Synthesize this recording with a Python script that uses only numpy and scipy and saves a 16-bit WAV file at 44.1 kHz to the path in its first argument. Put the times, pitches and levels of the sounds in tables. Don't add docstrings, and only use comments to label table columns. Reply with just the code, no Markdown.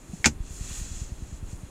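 import sys
import numpy as np
from scipy import signal
from scipy.fft import rfft, irfft
from scipy.io import wavfile
from scipy.ndimage import uniform_filter1d

SR = 44100
rng = np.random.default_rng(int(sys.argv[2]) if len(sys.argv) > 2 else 0)


def file_out(sig):
    cols = np.atleast_2d(sig).T
    lim = np.clip(cols, -1, 1)
    pcm = np.round(lim * 32767).astype(np.int16)
    wavfile.write(sys.argv[1], SR, pcm)


N = 74970
TIME_S = np.arange(N) / SR
BINS_HZ = np.maximum(np.fft.rfftfreq(N, 1 / SR), 1)


def undb(db):
    return 10 ** (np.asarray(db) / 20)


def since(start_s):
    return np.maximum(TIME_S - start_s, 0)


def rise(t, attack_s):
    return 1 - np.exp(-(t / attack_s) ** 2)


def fade(t, t60_s):
    return np.exp(-np.log(1000) * t / t60_s)


def ring(t, modes):
    return sum(undb(db) * np.sin(2 * np.pi * hz * t) * fade(t, t60_s) for hz, db, t60_s in modes)


def noise(colour):
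    hz, db = np.array(colour, float).T
    gain = undb(np.interp(np.log(BINS_HZ), np.log(hz), db))
    shaped = irfft(rfft(rng.standard_normal(N)) * gain, N)
    return shaped / np.std(shaped)


def resonant_noise(peaks):
    gain = sum(undb(db) / (1 + 1j * (BINS_HZ ** 2 - hz ** 2) / (BINS_HZ * width_hz))
               for hz, width_hz, db in peaks)
    shaped = irfft(rfft(rng.standard_normal(N)) * gain, N)
    return shaped / np.std(shaped)


def flicker(rate_hz):
    window = max(int(SR / rate_hz), 2)
    wander = uniform_filter1d(uniform_filter1d(rng.standard_normal(N), window), window)
    return wander / np.std(wander)


def reflect(dry):
    response = rng.standard_normal(N) * fade(TIME_S, t60_s=0.032)
    response /= np.linalg.norm(response)
    return dry + undb(-7.5) * signal.fftconvolve(dry, response)[:N]


# freq_hz, gain_db
ROOM_TONE_EQ = [(40, -16.5), (130, 2), (240, -1), (330, -2), (500, -9), (1000, -14), (2500, -20.5),
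                (5000, -31.5), (7000, -28.5), (11000, -29), (15500, -48)]
RUMBLE_EQ = [(12, -4), (28, 5), (55, -1.5), (80, -12), (103, -6), (135, -13.5), (220, -22), (500, -43),
             (2000, -57)]
# time_s, level_db
RUMBLE_RIDE = [(0, -54), (.23, -48), (.36, -43.5), (.6, -42.5), (.9, -36.5), (1.15, -41.5), (1.5, -41),
               (1.7, -46.5)]


def cabin():
    room_tone = undb(-50.5) * noise(ROOM_TONE_EQ)
    rumble_db = np.interp(TIME_S, *np.array(RUMBLE_RIDE).T)
    return room_tone + undb(rumble_db) * noise(RUMBLE_EQ)


# time_s, hiss_db, rub_db, sheen_db
SWING_RIDE = [(0.0, -61, -69, -70), (0.064, -60, -66, -66), (0.142, -53, -60, -63), (0.23, -56, -61.5, -63)]
SLIDE_RIDE = [(0.33, -61.5, -69, -66), (0.382, -69, -66.5, -69), (0.466, -53.5, -59, -69),
              (0.532, -49.5, -58, -55.5), (0.608, -46.5, -54, -59), (0.692, -44, -46.5, -54.5),
              (0.786, -41.5, -48.5, -50.5), (0.874, -47.5, -53, -64), (1.0, -45.5, -53, -65),
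              (1.13, -58, -62.5, -68), (1.374, -55.5, -61.5, -71), (1.412, -65.5, -68, -69),
              (1.516, -53, -59, -62.5), (1.58, -60, -68, -62), (1.684, -60.5, -61, -68),
              (1.7, -63, -69, -69)]
# freq_hz, gain_db
HISS_EQ = [(3000, -29.5), (4900, -14), (6200, -1.5), (7300, -2.5), (8200, -7.5), (9500, -18),
           (11500, -23.5), (15500, -40)]
SHEEN_EQ = [(6000, -22), (9500, 8), (11300, -6), (12800, -2.5), (15500, -14)]
RUB_EQ = [(300, -24), (800, -8), (1500, 1), (2800, 4), (4000, 3.5), (5500, -8), (9000, -13), (15500, -27)]
# pitch_hz, width_hz, gain_db
CONSOLE_PEAKS = [(2820, 63, 5.5), (3190, 25, -2.5), (3710, 72, -3.5), (3990, 39, -15), (4220, 67, 9.5)]


def sleeve_and_hand():
    time_s, *faders = np.vstack([SWING_RIDE, SLIDE_RIDE]).T
    hiss_db, rub_db, sheen_db = (np.interp(TIME_S, time_s, fader) for fader in faders)
    hiss = undb(hiss_db + 0.5) * noise(HISS_EQ)
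    sheen = undb(sheen_db - 2) * noise(SHEEN_EQ)
    rub = undb(rub_db - 1) * (noise(RUB_EQ) + undb(-7.5) * resonant_noise(CONSOLE_PEAKS))
    grain_db = 0.5 * flicker(rate_hz=600)
    return reflect((hiss + sheen + rub) * undb(grain_db))


# start_s, level_db, pitch_hz
PULSE_CUES = [(0.094, -31, 170), (.198, -30, 159), (.403, -17, 75), (.505, -25, 127), (.608, -21, 129.6),
              (0.709, -24, 156), (.812, -23, 139), (0.914, -20.5, 112), (1.016, -19.5, 116),
              (1.119, -21.5, 123), (1.221, -22.5, 155), (1.325, -23.5, 144), (1.427, -23, 134),
              (1.529, -24.5, 186), (1.632, -26, 175)]


def low_pulses():
    sag_s, end_pitch_ratio, decay_s = 0.006, 0.283, 0.014
    out = 0
    for start_s, level_db, pitch_hz in PULSE_CUES:
        t = since(start_s)
        sag = 1 - np.exp(-t / sag_s)
        cycles = pitch_hz * (end_pitch_ratio * t + (1 - end_pitch_ratio) * sag_s * sag)
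        envelope = rise(t, attack_s=0.0025) * np.exp(-t / decay_s)
        out += undb(level_db) * envelope * np.sin(2 * np.pi * cycles)
    return out


# pitch_hz, gain_db, t60_s
HINGE_RING = [(177, -6, 0.042), (193, 1.5, 0.023), (710, -13.5, 0.023)]


def hinge():
    t = since(start_s=0.1316)
    return undb(-7) * rise(t, attack_s=0.011) * ring(t, HINGE_RING)


# start_s, gain_db
LATCH_HITS = [(0.24356, 0), (0.2476, -12), (0.25042, -5)]
# pitch_hz, gain_db, t60_s
LATCH_RING = [(835, -26, .05), (1440, -28, .045), (1976, -18, .045), (2157, -8.5, .02)]
# freq_hz, gain_db
LATCH_EQ = [(100, -31), (300, -13), (1000, -15), (1500, 3.5), (2400, -1), (2900, -6.5), (5000, -6.5),
            (7000, -4), (9000, -23), (15500, -43)]


def latch():
    out = 0
    for start_s, gain_db in LATCH_HITS:
        t = since(start_s)
        crack = undb(-18) * noise(LATCH_EQ) * fade(t, t60_s=0.056)
        out += undb(gain_db) * rise(t, attack_s=0.00019) * (ring(t, LATCH_RING) + crack)
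    return out


# pitch_hz, level_db, t60_s
BOX_RING = [(77.4, -18, .2), (147, -22, .2), (229, -13.5, .13), (287, -25, .17), (299, -10, .035),
            (352, -21, .11)]
# freq_hz, gain_db
BOOM_EQ = [(30, -6), (60, 7), (120, -7), (200, 0), (350, -0.5), (500, -5.5), (900, -28), (3000, -48)]


def console_box():
    t = since(start_s=0.254)
    thump = rise(t, attack_s=0.0056) * ring(t, BOX_RING)
    boom = undb(-29) * rise(t, attack_s=0.011) * fade(t, t60_s=0.16) * noise(BOOM_EQ)
    return thump + boom


# start_s, gain_db
LID_HITS = [(0.2573, -1), (0.2596, -3.5), (0.2617, -12), (0.2705, -11)]
# pitch_hz, level_db, t60_s
PANEL_RING = [(571, -24, 0.067), (819.5, -24, 0.082), (900, -23.5, 0.066), (1445, -16, 0.041),
              (1516, -20, 0.064), (2210, -13, 0.031), (2390, -14.5, 0.037), (2430, -21, 0.044),
              (2724, -17, 0.036), (3450, -22.5, 0.053), (4900, -13, 0.025), (6232, -18, .055),
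              (6580, -21, 0.035), (6810, -19, .055)]
# freq_hz, gain_db
LID_EQ = [(60, -56), (300, -12.5), (550, -2.5), (700, -8), (1100, -10.5), (1500, -10), (2400, -6),
          (3300, -13), (4700, -9.5), (6300, -1.5), (7400, -4), (9000, -16), (11000, -24), (13000, -29),
          (15500, -37)]


def lid_landing():
    t = since(LID_HITS[0][0])
    out = rise(t, attack_s=0.0011) * ring(t, PANEL_RING)
    for start_s, gain_db in LID_HITS:
        t = since(start_s)
        crack = undb(-18) * fade(t, t60_s=0.032)
        tail = undb(-19) * fade(t, t60_s=0.088)
        out += undb(gain_db) * rise(t, attack_s=0.00013) * (crack + tail) * noise(LID_EQ)
    return out


# start_s, gain_db
SETTLE_HITS = [(0.31, -24), (0.355, -28.5)]
# pitch_hz, gain_db, t60_s
SETTLE_RING = [(76, 1, 0.084), (141, -3, 0.053)]


def lid_settling():
    out = 0
    for start_s, gain_db in SETTLE_HITS:
        t = since(start_s)
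        out += undb(gain_db) * rise(t, attack_s=0.0065) * ring(t, SETTLE_RING)
    return out


def scene():
    closing = hinge() + latch() + lid_landing() + console_box() + lid_settling()
    mono = closing + sleeve_and_hand() + low_pulses() + cabin()
    return np.array([mono, mono])


def record(dry):
    ceiling, cutoff_hz = 0.95, 15800
    rounded = dry / (1 + (dry / ceiling) ** 6) ** (1 / 6)
    low_pass = signal.ellip(10, 0.2, 80, cutoff_hz, fs=SR, output="sos")
    return signal.sosfilt(low_pass, rounded)


dry = scene()
out = record(dry)
file_out(out)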